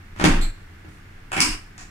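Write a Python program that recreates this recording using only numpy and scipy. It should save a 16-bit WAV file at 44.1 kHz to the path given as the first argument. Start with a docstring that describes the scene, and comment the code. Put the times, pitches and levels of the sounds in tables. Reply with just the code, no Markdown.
"""Over room air and a far-off hum, a food processor's plastic bowl knocks onto its base, then twists
until its catch snaps shut, settles, and is let go. Each contact is a short noise rattle coloured by
the plastic; knocks also ring the bowl, and a shiver of noise jingles the blade spindle. Dense noise
echoes make the hard kitchen, slow sines the shaking counter, and filtered noise the air, hum and sleeve.
The recorder turns quiet passages further down."""
import sys
import numpy as np
from scipy import signal
from scipy.fft import rfft, irfft
from scipy.io import wavfile
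from scipy.ndimage import uniform_filter1d

SR = 44100
rng = np.random.default_rng(int(sys.argv[2]) if len(sys.argv) > 2 else 0)


def volts(x):
    """Linear amplitude factor 10**(x/20) for a level x in dB, scalar or array-like."""
    e = np.asarray(x, float) / 20
    return 10 ** e


def pcm_store(signal):
    """Save signal as 16-bit PCM."""
    levels = np.round(np.clip(np.atleast_2d(signal), -1, 1) * 32767)
    wavfile.write(sys.argv[1], SR, levels.astype(np.int16).T)


N = 83790   # samples, 1.9 s
QUIET_DEPTH_DB = 7.5   # most that the recorder turns quiet sound down


def rms_one(x):
    """Scales a sound to an average (rms) level of 1."""
    return x / np.sqrt(np.mean(x ** 2) + 1e-20)


def at_hz(points, hz):
    """Reads a table's curve at the given frequencies, along a logarithmic pitch scale."""
    points = np.array(points)
    return np.interp(np.log(hz), np.log(points[:, 0]), points[:, 1])


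def band_pass(x, low, high):
    """Keeps only the sound between two frequencies in Hz."""
    return signal.sosfilt(signal.butter(2, [low, high], "band", fs=SR, output="sos"), x)


def ring(drive, hz, t60):
    """A resonance: a unit click sets a sine of height 1 ringing, which falls 60 dB in t60 (5 ms or more)."""
    r = volts(-60 / (max(t60, .005) * SR))
    w = 2 * np.pi * hz / SR
    return signal.lfilter([0, np.sin(w)], [1, -2 * r * np.cos(w), r * r], drive + 1e-18)


def causal(gain_db):
    """Minimum-phase spectrum with the given gains on an FFT grid: a filter that never sounds early."""
    cepstrum = irfft(gain_db * np.log(10) / 20)
    half = len(cepstrum) // 2
    return np.exp(rfft(np.concatenate([cepstrum[:1], 2 * cepstrum[1:half], np.zeros(half)])))


def bands(size, shape):
    """Stereo noise in third octaves, each with its likeness and lean, times shape(Hz)."""
    # how alike left and right are: f/Hz, likeness (1 same, 0 unrelated, -1 opposite)
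    likeness = [(60, 1), (130, .97), (290, .74), (640, .0), (1410, .1), (3100, -.1), (6820, .05),
                (15000, .4)]
    # how far the noise leans to the left: f/Hz, left minus right level/dB
    left_lean = [(60, 0), (290, -.5), (640, 3), (1410, -1.5), (3100, -2.5), (5500, 2.4), (9000, -.7),
                 (15000, .4)]
    out = 0
    edges = 14 * 2 ** np.arange(0, 10.4, 1 / 3)
    white = rng.standard_normal((2, 2, size + SR // 2))
    for k, (low, high) in enumerate(zip(edges, edges[1:])):
        # neighbouring bands use different noise; the filter's first half second is dropped
        mid, side = band_pass(white[k % 2], low, high)[:, SR // 2:]
        hz = np.sqrt(low * high)
        alike = np.clip(at_hz(likeness, hz), -1, 1)
        lean = volts(at_hz(left_lean, hz) / 2 * np.array([[1], [-1]]))
        stereo = np.sqrt(1 + alike) * mid + np.sqrt(1 - alike) * side * [[1], [-1]]
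        out = out + shape(hz) * lean * stereo
    return out


def background():
    """Shaped noise for room air, a narrow resonance driven by noise for the hum, a noise swell for cloth."""
    # tone of the room air: f/Hz, relative level/dB
    air_colour = [(8.8, -30), (15, 6.5), (32, 0.5), (53, -31), (68, -18), (92, -1), (134, -17.5),
                  (155, -11), (233, -16.5), (294, -16.5), (455, -23.5), (543, -33.5), (665, -24.5),
                  (944, -26.5), (1740, -19), (3310, -33), (16000, -50)]
    # distant appliance's hum: t/s, level/dB
    hum_levels = [(0, -48.5), (.15, -45), (.55, -47.5), (.88, -45), (1.0, -54), (1.25, -57), (1.9, -58)]
    # brush of a sleeve: centre t/s, half length/s, level/dB
    rustle = (0.945, 0.062, -57.5)
    air_db, hum_hz, hum_width_hz = -44.5, 87, 2.5
    t = np.arange(N) / SR
    air = volts(air_db) * rms_one(bands(N, lambda hz: volts(at_hz(air_colour, hz))))
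    # the narrow resonance makes the hum waver; its first second is dropped
    hum = rms_one(ring(rng.standard_normal(N + SR), hum_hz, 1.5 / hum_width_hz)[SR:])
    hum = hum * volts(np.interp(t, *np.transpose(hum_levels)))
    centre, half_length, rustle_db = rustle
    cloth = band_pass(rng.standard_normal((2, N)), 3500, 10000)
    cloth = volts(rustle_db) * np.exp(-((t - centre) / half_length) ** 2) * cloth
    return air + hum + cloth


def contacts(rows, colour):
    """Each contact: a dying grainy rattle through the colour of the part; also returns the push on the bowl."""
    attack_s, lead_db = .0003, 14
    evenness = .7   # share of a rattle's chance peaks and dips that is evened out
    bass_below_hz, treble_above_hz = 500, 2800
    size = 8192
    out, push = np.zeros(N + size), np.zeros(N + size)
    t = np.arange(size) / SR
    hz = np.maximum(np.fft.rfftfreq(size, 1 / SR), 10)
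    for s, db, length, bass_db, treble_db in rows:
        grains = rng.standard_normal(size) * volts(2.07 * rng.exponential(1, size))
        fade = np.exp(-t / max(length, .0005)) * (t < .1)
        rattle = grains * fade * (1 - np.exp(-t / attack_s))
        rattle[0] = volts(lead_db)   # first touch
        spectrum = rfft(rattle)
        rattle = irfft(spectrum * causal(-evenness * 20 * np.log10(abs(spectrum) + .1)))
        spectrum = rfft(rattle)
        bass = bass_db / (1 + (hz / bass_below_hz) ** 4)
        treble = treble_db / (1 + (treble_above_hz / hz) ** 4)
        hit = irfft(spectrum * causal(at_hz(colour, hz) + bass + treble))
        # equal energy for every contact before its level, bass and treble act
        energy = np.sum(abs(spectrum * volts(at_hz(colour, hz))) ** 2) * 2 / size
        i = int(s * SR)
        out[i:i + size] += volts(db) * hit * np.sqrt(0.0045 * SR / energy)
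        push[i] += volts(db + bass_db)
    return out[:N], push[:N]


# In every contact table below: t/s, relative level/dB, fade time/s, bass/dB, treble/dB.
# In every colour table below: f/Hz, relative level/dB.


def knocks():
    """The bowl meets its base in a run of rattles coloured by the plastic."""
    # contacts of bowl and base
    rows = [(.162, -23, 0.0053, -2, -0.5), (.187, -26.5, 0.015, 1.5, 10.5), (.198, -9.5, 0.0033, -5, -2),
            (.213, -10.5, 0.0038, 3.5, -2), (.2405, 0.5, 0.00365, 2, 6), (.253, -11, 0.0053, 2, -29),
            (.847, -32.5, 0.0062, 11.5, -1)]
    # colour of the bowl on its base
    colour = [(29, -6), (70, -10), (100, -23), (160, -6.5), (198, -2), (240, -7), (290, 3.5), (340, -4.5),
              (400, -13), (500, -13.5), (680, -12.5), (900, -12), (1330, -11.5), (1700, -14.5),
              (2400, -17.5), (2900, -23), (3900, -28.5), (5500, -28), (7700, -29), (9400, -33.5),
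              (13800, -52), (16000, -105)]
    return contacts(rows, colour)


def bowl(push):
    """The pushes set the loaded bowl's modes ringing, a hollow tone."""
    # bowl modes: f/Hz, relative level/dB, t60/s
    modes = [(159.3, -26.5, 0.1), (209, -31, 0.078), (282, -25, 0.056), (303, -39, 0.19),
             (340, -18.5, 0.11), (680, -27, 0.048), (796, -32, .06), (1338, -41, 0.11)]
    return sum(volts(db) * ring(push, hz, t60) for hz, db, t60 in modes)


def kitchen(x):
    """Hard surfaces answer with dense echoes that build after the first wall and die band by band."""
    # tone of the echoes: f/Hz, relative level/dB
    room_colour = [(60, -7.5), (200, -2.5), (400, -5), (1000, -1.5), (3000, 1.5), (7000, -3.5),
                   (14000, -3.5)]
    # dying of the long echoes: f/Hz, t60/s
    room_t60 = [(60, 1), (250, .45), (1000, 0.48), (3000, 0.48), (7000, 0.39), (14000, 0.41)]
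    room_db, first_echo_s, build_s = 1, 0.0081, 0.0013
    early_db, early_t60_s = -4, 0.041   # a first rush of echoes
    counter_share = .3   # echoes off the counter, before the first wall
    t = np.arange(int(.7 * SR)) / SR
    late = np.maximum(t - first_echo_s, 0)
    early = volts(early_db - 60 * late / early_t60_s)

    def fading(hz):
        return volts(at_hz(room_colour, hz)) * (volts(-60 * t / at_hz(room_t60, hz)) + early)

    build = 1 - (1 - counter_share) * np.exp(-late / build_s)
    tail = bands(len(t), fading) * build
    return volts(room_db) * signal.fftconvolve(x[None], tail / np.sqrt(0.027 * SR), axes=1)[:, :N]


def shake():
    """Slow dying sine swings of the counter, felt by both microphones alike."""
    # swings, each first downward: start t/s, f/Hz, level/dB before rise and fall, rise time/s, t60/s
    swings = [(0.277, 22.84, -10.5, 0.023, 2.35), (1.49, 26, -9.5, 0.036, 0.19)]
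    stop_s = 0.25   # each swing is cut off about this long after its start, as by the recorder's gate
    out = 0
    for s, hz, db, rise, t60 in swings:
        t = np.maximum(np.arange(N) / SR - s, 0)
        swell = volts(db - 60 * t / t60) * (1 - np.exp(-t / rise))
        cut_off = 1 / (1 + (t / stop_s) ** 12)
        out = out - swell * cut_off * np.sin(2 * np.pi * hz * t)
    return out


def jingle():
    """A brief shiver of noise drives the blade spindle's metallic modes."""
    # shiver: rise time/s, fall time/s, relative level/dB
    shiver = (0.0048, 0.012, -32)
    # spindle modes: f/Hz, relative level/dB, t60/s (held to 0.03 s at most below)
    modes = [(2410, 0, 0.034), (3700, -9, 0.013), (4220, 3.5, 0.016), (4284, -1.5, 0.037),
             (6400, -6, 0.011), (7610, 5.5, 0.024), (7950, -1, 0.012), (8000, -10, .012),
             (10450, -5.5, 0.014), (11050, -19, .012), (11300, -24, .012), (12060, -25, .015)]
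    start_s = .410
    rise, fall, db = shiver
    t = np.maximum(np.arange(N) / SR - start_s, 0)
    drive = rng.standard_normal(N) * (1 - np.exp(-t / rise)) * np.exp(-t / fall) * volts(db)
    return sum(volts(mode_db - 16) * ring(drive, hz, min(t60, .03)) for hz, mode_db, t60 in modes)


def slides():
    """The bowl twists in its seat: short rattles of plastic on plastic."""
    # contacts of the twisting bowl
    rows = [(1.318, -16, 0.0035, 0, 0), (1.330, -14.5, .012, 0, 0)]
    # colour of the bowl in its seat
    colour = [(60, -31.5), (200, -18), (320, 1), (430, -14), (700, -4.5), (1100, -7.5), (1480, -1.5),
              (2000, -15), (2650, -6), (3100, -13.5), (3800, -25.5), (5100, -20), (6200, -26),
              (7400, -11.5), (8300, -18), (9300, -19.5), (11500, -32.5), (14400, -44), (16000, -58)]
    return contacts(rows, colour)[0]


def meets():
    """The bowl's tab meets the catch: rattles whose push also rings the bowl."""
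    # contacts of tab and catch
    rows = [(1.366, -11, 0.0042, 2.64, 2.2), (1.379, -15, 0.0067, 4.8, -1.4)]
    # colour of the tab on the catch
    colour = [(60, -33), (180, -9), (260, 0), (300, -0.5), (430, -20), (620, -12), (770, -3), (950, -12.5),
              (1480, -11), (2410, -4.5), (3000, -15.5), (3800, -27.5), (5100, -17.5), (6200, -25.5),
              (7400, -23), (8300, -26), (10000, -22), (11500, -40), (14400, -37), (16000, -62)]
    return contacts(rows, colour)


def snap():
    """The catch snaps shut: one very short, bright rattle."""
    # contact of the snapping catch
    rows = [(1.4039, -1.5, 0.0023, 0, 0.015)]
    # colour of the catch
    colour = [(240, -29), (400, -23), (481, -40), (801, -34), (879, -12), (1110, -4), (1730, -10.5),
              (2800, -1.5), (3120, -13), (3990, -16), (5110, 2), (6240, -6), (8760, -4), (14800, -31),
              (16000, -53)]
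    return contacts(rows, colour)[0]


def settles():
    """The bowl settles in ever weaker rattles."""
    # contacts of the settling bowl
    rows = [(1.429, -16.5, 0.003, 0, 0), (1.452, -24, 0.0028, 0, 0), (1.477, -30.5, 0.0032, 0, 0)]
    # colour of the settling bowl
    colour = [(100, -26.5), (270, -10), (307, 0), (345, -13), (800, -36), (1000, -8.5), (1200, -32),
              (3000, -43), (16000, -98)]
    return contacts(rows, colour)[0]


def let_go():
    """The hand leaves the handle: two faint rattles."""
    # contacts of hand and handle
    rows = [(1.7792, -24.5, 0.005, 0, 0.0039), (1.8093, -26.5, 0.016, 0, 0)]
    # colour of the handle
    colour = [(240, -40), (400, -22), (588, -32), (697, 3), (865, -16), (1140, -4.5), (1420, -14.5),
              (1900, -4.5), (2180, -16), (2590, -8.5), (3310, -19), (7170, -5.5), (16000, -47)]
    return contacts(rows, colour)[0]


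def scene():
    """Adds the sources, the delay to the right microphone, the kitchen and the background."""
    direct_db, right_lag_s = -2.5, 0.000302
    knock, push = knocks()
    meet, nudge = meets()
    rattles = knock + meet + slides() + snap() + settles() + let_go()
    near = volts(-7) * rattles + bowl(push + nudge) + jingle()
    samples = np.arange(N)
    right = np.interp(samples - right_lag_s * SR, samples, near)
    direct = volts(direct_db) * np.array([near, right])
    # the background is raised by as much as the recorder can turn it down
    return direct + kitchen(near) + shake() + background() * volts(QUIET_DEPTH_DB)


def band_limit(x):
    """A steep low-pass at the top of the band."""
    return signal.sosfilt(signal.butter(12, 16460, fs=SR, output="sos"), x)


def record(dry):
    """An expander lowers whatever falls below a threshold; peaks are rounded, the top is cut."""
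    below_db, slope, release_db_per_s, smooth_s = -34.5, 1, 305, .002
    cutoff_hz = 16600
    # the expander listens above the bass only
    heard = signal.sosfilt(signal.butter(2, 200, "high", fs=SR, output="sos"), dry.mean(axis=0))
    level = 10 * np.log10(uniform_filter1d(heard ** 2, size=400) + 1e-12)
    # after a peak the followed level falls no faster than the release
    ramp = release_db_per_s * np.arange(N) / SR
    level = np.maximum.accumulate(level + ramp) - ramp
    gain_db = np.clip(slope * (level - below_db), -QUIET_DEPTH_DB, 0)
    r = np.exp(-1 / (smooth_s * SR))
    gain_db = signal.lfilter([1 - r], [1, -r], gain_db, zi=[r * gain_db[0]])[0]
    rounded = 1.2 * np.tanh(dry * volts(gain_db) / 1.2)
    mix = signal.sosfilt(signal.cheby2(12, 60, cutoff_hz, fs=SR, output="sos"), rounded)
    return band_limit(mix)


dry = scene()
out = record(dry)
pcm_store(out)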